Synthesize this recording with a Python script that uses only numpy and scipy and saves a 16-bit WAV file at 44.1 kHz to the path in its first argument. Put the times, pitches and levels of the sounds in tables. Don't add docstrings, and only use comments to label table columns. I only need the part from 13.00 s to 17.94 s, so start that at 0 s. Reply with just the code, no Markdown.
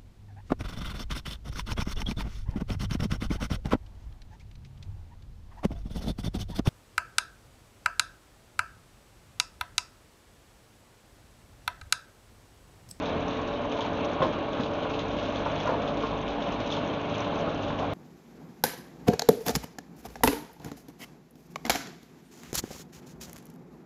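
import sys
import numpy as np
from scipy import signal
from scipy.fft import rfft, irfft, next_fast_len
from scipy.io import wavfile
from scipy.ndimage import uniform_filter1d, map_coordinates

SR = 44100
rng = np.random.default_rng(int(sys.argv[2]) if len(sys.argv) > 2 else 0)


def ratio(d):
    e = np.asarray(d, float) / 20
    return 10 ** e


def pcm_store(signal):
    levels = np.round(np.clip(np.atleast_2d(signal), -1, 1) * 32767)
    wavfile.write(sys.argv[1], SR, levels.astype(np.int16).T)


N = 217677

HUM_PITCHES = [30.1, 102.3, 174.3, 221, 252.2, 694, 803.9, 1108]
# base level_db (rms), drift_db_per_s
HUM_LEVELS = [(-62.5, 1), (-55, 0.2), (-48.5, -0.5), (-57.5, 1.5), (-43.5, -2.66), (-47.5, -0.2),
              (-52.5, 0.5), (-50.5, -0.8)]
# start_s, pitch_hz, level_db (rms)
PUMP_COURSE = [(0, 441, -41), (.5, 441, -40.5), (.6, 441.5, -47), (.75, 442, -39.5), (1.2, 442, -44.5),
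               (1.4, 438.5, -43.5), (2, 440, -39), (2.2, 447, -46.5), (2.45, 443, -43.5),
               (2.73, 435, -51.5), (3, 441, -40.5), (3.5, 445, -47), (3.8, 440, -42.5), (4.1, 435, -42.5),
               (4.3, 437, -41), (4.67, 445, -46.5), (4.94, 446, -47.5)]
SHAFT_HZ = 15.98
GEAR_ORDERS = [13, 15, 17, 18, 19, 20, 33, 34, 35, 36, 37, 39]
GEAR_LEVELS = [-56, -51, -62, -41, -67, -51, -53, -58.5, -55.5, -42.5, -49.5, -60.5]
# start_s, firing_hz, exhaust level_db, bark_db (per order, pivoting on the second)
ENGINE_COURSE = [(0, 43.3, -1, -3.5), (1.0, 43.2, -5, 2.5), (1.95, 43.4, -3, .1), (2.16, 50.5, 6, -1.5),
                 (2.27, 46, -5, -2), (2.4, 49.9, 1, -2), (2.7, 51.1, 3.5, 2.2), (3.25, 51.06, 3.5, -5),
                 (3.42, 50.7, -11, -12), (3.6, 50.83, 1.3, -2), (3.9, 50.94, -0.5, 6),
                 (4.4, 51.77, 0.5, 2.5), (4.75, 52.5, 3, 1.5), (4.94, 48.96, 5, 2)]
EXHAUST_LEVELS = [-51.5, -47, -50, -60.5]
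# frequency_hz, gain_db
PIPE_RESPONSE = [(42, 2), (52, -0.5), (86, 0), (102, -0.5), (130, 1), (154, 0), (210, -1)]

# start_s, drum tumble level_db (rms), chute flow level_db (rms)
FLOW_COURSE = [(0, -31.5, -42.5), (0.5, -33.5, -44.5), (1.15, -31.5, -43.5), (1.35, -32, -45.5),
               (2.1, -33.5, -44), (2.55, -31.5, -42.5), (2.8, -32, -45), (3.32, -34, -45),
               (3.68, -33, -43.5), (4.03, -34, -44), (4.2, -31.5, -42), (4.6, -32.5, -44.5),
               (4.93, -33.5, -44.5)]
# frequency_hz, relative gain_db
RUMBLE_COLOUR = [(12, -39.5), (21, -28), (35, -16), (81, -6.5), (140, -6.5), (194, -4.5), (283, -2.5),
                 (392, -6), (434, -6.5), (490, -3), (530, -4.5), (575, 0), (640, -2), (739, -7),
                 (1110, -7.5), (1260, -13), (1490, -14.5), (1990, -29.5), (2100, -27.5), (2730, -63.5),
                 (4620, -120)]
# frequency_hz, relative gain_db
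RUSH_COLOUR = [(1000, -11.5), (1700, 0), (2000, -5.5), (2180, 0.5), (2450, 2), (3360, 0), (3900, -3.5),
               (4700, -18.5), (6110, -40), (10300, -120)]
# frequency_hz, relative gain_db
HISS_COLOUR = [(2650, -30.5), (4500, 4.5), (4690, -18), (5040, 0.5), (6270, 6), (7000, -5.5), (9100, -59),
               (15400, -120)]
SAND_DB, SAND_GROWS = -63, 2

# start_s, nominal peak level_db, pitch_hz
STONE_HITS = [(0.0567, -25.5, 3620), (0.0972, -33.5, 3650), (0.3077, -29, 3800), (0.5267, -30.5, 2320),
              (0.6155, -38, 2650), (0.7167, -25, 3120), (0.7692, -29, 3550), (0.8074, -22.5, 3345),
              (0.8145, -26.5, 3200), (0.9527, -41, 2500), (1.224, -21.5, 3400), (1.3266, -27.5, 2660),
              (1.5322, -28.5, 3480), (1.6073, -27, 3650), (1.6344, -24.5, 3400), (1.735, -31.5, 2960),
              (1.7679, -36, 2540), (1.8251, -29, 3140), (1.9063, -26.5, 2400), (1.939, -24, 2800),
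              (1.9924, -20.5, 3540), (2.1086, -31, 2560), (2.1675, -29.5, 3400), (2.143, -43.5, 2840),
              (2.1874, -24.5, 2830), (2.228, -27, 3400), (2.2543, -26, 2890), (2.3351, -36, 2660),
              (2.3588, -24, 3400), (2.579, -30, 3820), (2.603, -22.5, 3350), (2.8185, -30.5, 3440),
              (2.8772, -25, 3500), (2.9716, -27.5, 3482), (3.0045, -28, 3140), (3.024, -25.5, 2430),
              (3.0634, -26, 2480), (3.2793, -25, 3070), (3.3034, -29, 2400), (3.4037, -31, 3010),
              (3.4237, -28, 3470), (3.5239, -29.5, 2700), (3.6026, -26, 3400), (3.6614, -26, 2460),
              (3.703, -22.5, 3650), (3.7212, -20.5, 3370), (3.7242, -20, 3500), (3.7662, -23, 3290),
              (4.1083, -36, 2670), (4.1425, -27.5, 3420), (4.3211, -40, 2480), (4.357, -41, 3700),
              (4.4952, -30.5, 3354), (4.5753, -34, 3138), (4.6324, -28.5, 2973), (4.6815, -28, 3230),
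              (4.788, -25, 2857)]
PEBBLES, PEBBLE_DB, PEBBLE_SPREAD_DB = 160, -39.5, 6
PEBBLE_LOW_HZ, PEBBLE_HIGH_HZ = 2147, 3400
TREBLE_DB, TREBLE_SPREAD_DB, BIG_IS_DULL = -14.5, 1, 0.21

# start_s, nominal peak level_db, pitch_hz of the place struck, brightness_db (per octave)
LUMP_HITS = [(.644, -24, 554, 12), (.79, -18, 898, 4), (.82, -21, 990, 1), (.849, -20.5, 910, 16),
             (1.205, -15.5, 736, -14.5), (1.218, -15.5, 558, 15), (1.218, -13, 1035, 3.5),
             (1.224, -20, 1440, 2.5), (1.227, -26, 1700, 9), (1.236, -21.5, 900, -5.5),
             (1.2254, -9, 540, 7), (1.231, -13, 516, 1), (1.24, -17.5, 546, 2), (1.256, -18, 440, 7),
             (1.278, -20, 480, 2.5), (1.248, -18.5, 914, 2.5), (1.264, -12, 333, -9),
             (1.288, -22, 556, 2.5), (1.299, -22, 249, -3.5), (1.597, -9.5, 237, -1),
             (1.85, -27, 540, 22.5), (2.461, -15, 903, 24), (2.655, -14, 607, 2.5), (2.664, -21.5, 610, 2),
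             (2.666, -22, 1404, 5), (2.675, -12, 991, 12), (2.6905, -10.5, 510, 0), (2.6905, -16, 996, 1),
             (2.698, -21, 306, 4), (2.702, -14.5, 913, 9), (2.683, -25, 740, 3), (2.704, -27.5, 517, -2),
             (2.72, -20, 587, 2.5), (2.73, -26, 1005, 2), (2.742, -17, 940, 3), (2.755, -20.5, 445, 4),
             (2.778, -16.5, 474, 0), (3.035, -15, 453, 12), (3.161, -23.5, 817, 0), (3.773, -18, 930, 0),
             (4.326, -25.5, 901, 1), (4.409, -35.5, 532, -1), (4.475, -23.5, 1257, -11.5),
             (4.7, -13.5, 230, -4), (4.827, -14.5, 780, -1)]
# frequency_hz, relative level_db, t60_s
SHELL_MODES = [(164, -6, 0.092), (298, 3, 0.019), (480, -10.5, 0.033), (540, -2.5, 0.095), (624, 2, 0.12),
               (740, -6.5, 0.11), (903, -7.5, 0.14), (1035, -1.5, 0.12), (1180, -3.5, 0.057),
               (1344, -12, 0.087), (1445, -16, 0.14), (1750, -26, 0.034)]
# frequency_hz, t60_s
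YARD_DECAY = [(200, 0.69), (1500, 0.076), (6000, 0.31)]


def unit(x):
    return x / np.sqrt(np.mean(x ** 2) + 1e-20)


def along(points, hz):
    f, v = np.transpose(points)
    return np.interp(np.log(hz + 1), np.log(f + 1), v)


def curves(rows):
    s, *cols = np.transpose(rows)
    return [np.interp(np.arange(N) / SR, s, c) for c in cols]


def wobble(rate):
    knots = rng.standard_normal(int(N * 40 / SR) + 4)
    return map_coordinates(knots, [np.arange(N) * min(rate, 40) / SR])


def turns(hz):
    return 2 * np.pi * np.cumsum(hz * np.ones(N)) / SR


def tone(phase, db):
    return np.sqrt(2) * ratio(db) * np.cos(phase)


def coloured(x, spectrum):
    m = next_fast_len(N + 8192)
    gain = ratio(along(spectrum, np.fft.rfftfreq(m, 1 / SR)))
    return unit(irfft(rfft(x, m) * gain, m)[:N])


def patchy(depth_db):
    z = signal.stft(rng.standard_normal(N + 512), nperseg=512)[2]
    field = uniform_filter1d(rng.standard_normal(z.shape), size=6, axis=0)
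    field = uniform_filter1d(field, size=10, axis=1)
    return signal.istft(z * ratio(depth_db * unit(field)), nperseg=512)[1][:N]


def sprinkle(count, spread_db, life_s):
    at, size = rng.random((2, count))
    heights = ratio(-spread_db * np.log(1 - 0.95 * size))
    jolts = np.bincount((at * N).astype(int), heights, N)
    return signal.lfilter([1], [1, -np.exp(-1 / (life_s * SR))], jolts)


def shaft():
    return turns(SHAFT_HZ) - 4.2


def throttle():
    return curves(ENGINE_COURSE)


def yard(x):
    hz, t, z = signal.stft(rng.standard_normal(SR // 2), SR, nperseg=256)
    decay = ratio(-60 * t / along(YARD_DECAY, hz)[:, None])
    tail = signal.istft(z * decay, SR, nperseg=256)[1]
    late = np.pad(x, (500, 0))
    return signal.fftconvolve(late, tail / np.linalg.norm(tail))[:N]


def gear_drive():
    return sum(tone(order * shaft() + 0.2 * wobble(5), db + 1.1 * wobble(8))
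               for order, db in zip(GEAR_ORDERS, GEAR_LEVELS))


def machine_hums():
    t = np.arange(N) / SR
    return sum(tone(turns(hz) + hz / 400 * wobble(7.5), db + 3 * wobble(2.3) + drift_db * t)
               for hz, (db, drift_db) in zip(HUM_PITCHES, HUM_LEVELS))


def pump():
    hz, db = curves(PUMP_COURSE)
    return tone(turns(hz) + 0.25 * wobble(9.9), db + 1.0 * wobble(12))


def diesel():
    hz, load_db, bark_db = throttle()
    out = np.zeros(N)
    for k, db in enumerate(EXHAUST_LEVELS):
        phase = (k + 1) * (turns(hz) + 0.085 * wobble(13.0))
        pipe_db = along(PIPE_RESPONSE, (k + 1) * hz)
        out += tone(phase, db + load_db + bark_db * (k - 1) + pipe_db + wobble(7.9))
    return out


def load():
    rumble_db, rush_db = curves(FLOW_COURSE)
    hiss_db = SAND_DB + SAND_GROWS * (rush_db - rush_db.mean())
    firing = np.cos(turns(throttle()[0]))
    shaking = ratio(0.21 * firing + 0.13 * np.cos(shaft()))
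    clatter = ratio(0.24 * firing)
    surge = ratio(0.35 * wobble(9) + 0.4 * wobble(25))

    tumble = shaking * (1 + 0.2 * sprinkle(count=250, spread_db=2, life_s=0.012))
    grit = sprinkle(count=2400, spread_db=2, life_s=0.003)
    sand = sprinkle(count=400, spread_db=10.5, life_s=0.0052)

    rumble = coloured(tumble * patchy(depth_db=0.74), RUMBLE_COLOUR)
    rush = coloured((1 + 0.16 * grit) * clatter * surge * patchy(depth_db=1.02), RUSH_COLOUR)
    hiss = coloured((1 + 0.87 * grit + 0.75 * sand) * surge * patchy(depth_db=0.5), HISS_COLOUR)
    return ratio(rumble_db) * rumble + ratio(rush_db) * rush + ratio(hiss_db) * hiss


def stones():
    out, t = np.zeros(N + SR), np.arange(SR // 10) / SR
    low = signal.butter(3, [2300, 4100], "band", fs=SR, output="sos")
    high = signal.butter(4, [4700, 6700], "band", fs=SR, output="sos")
    when, size, pitch = rng.random((PEBBLES, 3)).T
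    pebbles = zip(0.0074 + when * N / SR,
                  PEBBLE_DB - PEBBLE_SPREAD_DB * size,
                  PEBBLE_LOW_HZ + (PEBBLE_HIGH_HZ - PEBBLE_LOW_HZ) * pitch)
    for s, db, hz in [*STONE_HITS, *pebbles]:
        treble_db = TREBLE_DB - BIG_IS_DULL * (db + 26.0) + TREBLE_SPREAD_DB * rng.standard_normal()
        low_noise, high_noise = rng.standard_normal((2, len(t)))
        away = np.abs(t - np.array([[0.002], [0.004 + 0.006 * rng.random()]]))
        contacts = np.array([1, 0.55]) @ ratio(-60 * away / 0.003)
        chips = ratio(-60 * t / 0.15) * (1 - np.exp(-t / 0.0052))
        spray = 0.078 * contacts + 0.27 * chips
        ring = (2.92 * contacts + 0.065 * ratio(-60 * t / 0.067)) * np.cos(2 * np.pi * hz * away[0])
        crack = signal.sosfilt(low, spray * low_noise)
        crack += ratio(treble_db) * signal.sosfilt(high, (spray + 0.74 * contacts) * high_noise)
        hit = signal.sosfilt(low, ring) + 7.04 * crack
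        out[round(s * SR) - 80:][:len(t)] += ratio(db - 11.5) * hit
    return out[:N]


def lumps():
    out, t = np.zeros(N + SR), np.arange(SR // 4) / SR
    band = signal.butter(2, [350, 1900], "band", fs=SR, output="sos")
    f, level, t60 = np.transpose(SHELL_MODES)[:, :, None]
    for s, db, hz, bright_db in LUMP_HITS:
        luck = rng.standard_normal((2, len(SHELL_MODES), 1))
        octaves = np.log2(f / hz)
        weight_db = level - 3.0 - 6 * np.abs(octaves) + bright_db * octaves + 2 * luck[0]
        modes = np.sin(2 * np.pi * f * (1 + 0.021 * luck[1]) * t)
        shell = (ratio(weight_db - 60 * t / t60) * modes).sum(axis=0)
        local = 2.74 * ratio(-60 * t / 0.053) * np.sin(2 * np.pi * hz * t)
        breaking = 0.9 * ratio(-60 * t / 0.11) + ratio(-60 * t / 0.025)
        crash = breaking * signal.sosfilt(band, rng.standard_normal(len(t)))
        onset = 1 - np.exp(-t * hz / 0.38)
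        out[round(s * SR):][:len(t)] += ratio(db - 16.5) * (shell + local + crash) * onset
    no_bass = signal.butter(2, 110, "high", fs=SR, output="sos")
    return signal.sosfilt(no_bass, out[:N])


def scene():
    blows = stones() + lumps()
    machinery = gear_drive() + machine_hums() + pump() + diesel()
    return (machinery + load() + blows + ratio(-7.0) * yard(blows))[None]


def low_pass(x):
    return signal.sosfilt(signal.butter(12, 7840, fs=SR, output="sos"), x)


def record(dry):
    top = signal.butter(20, 7000, fs=SR, output="sos")
    mix = signal.sosfilt(top, dry)
    return low_pass(mix)


dry = scene()
out = record(dry)
pcm_store(out)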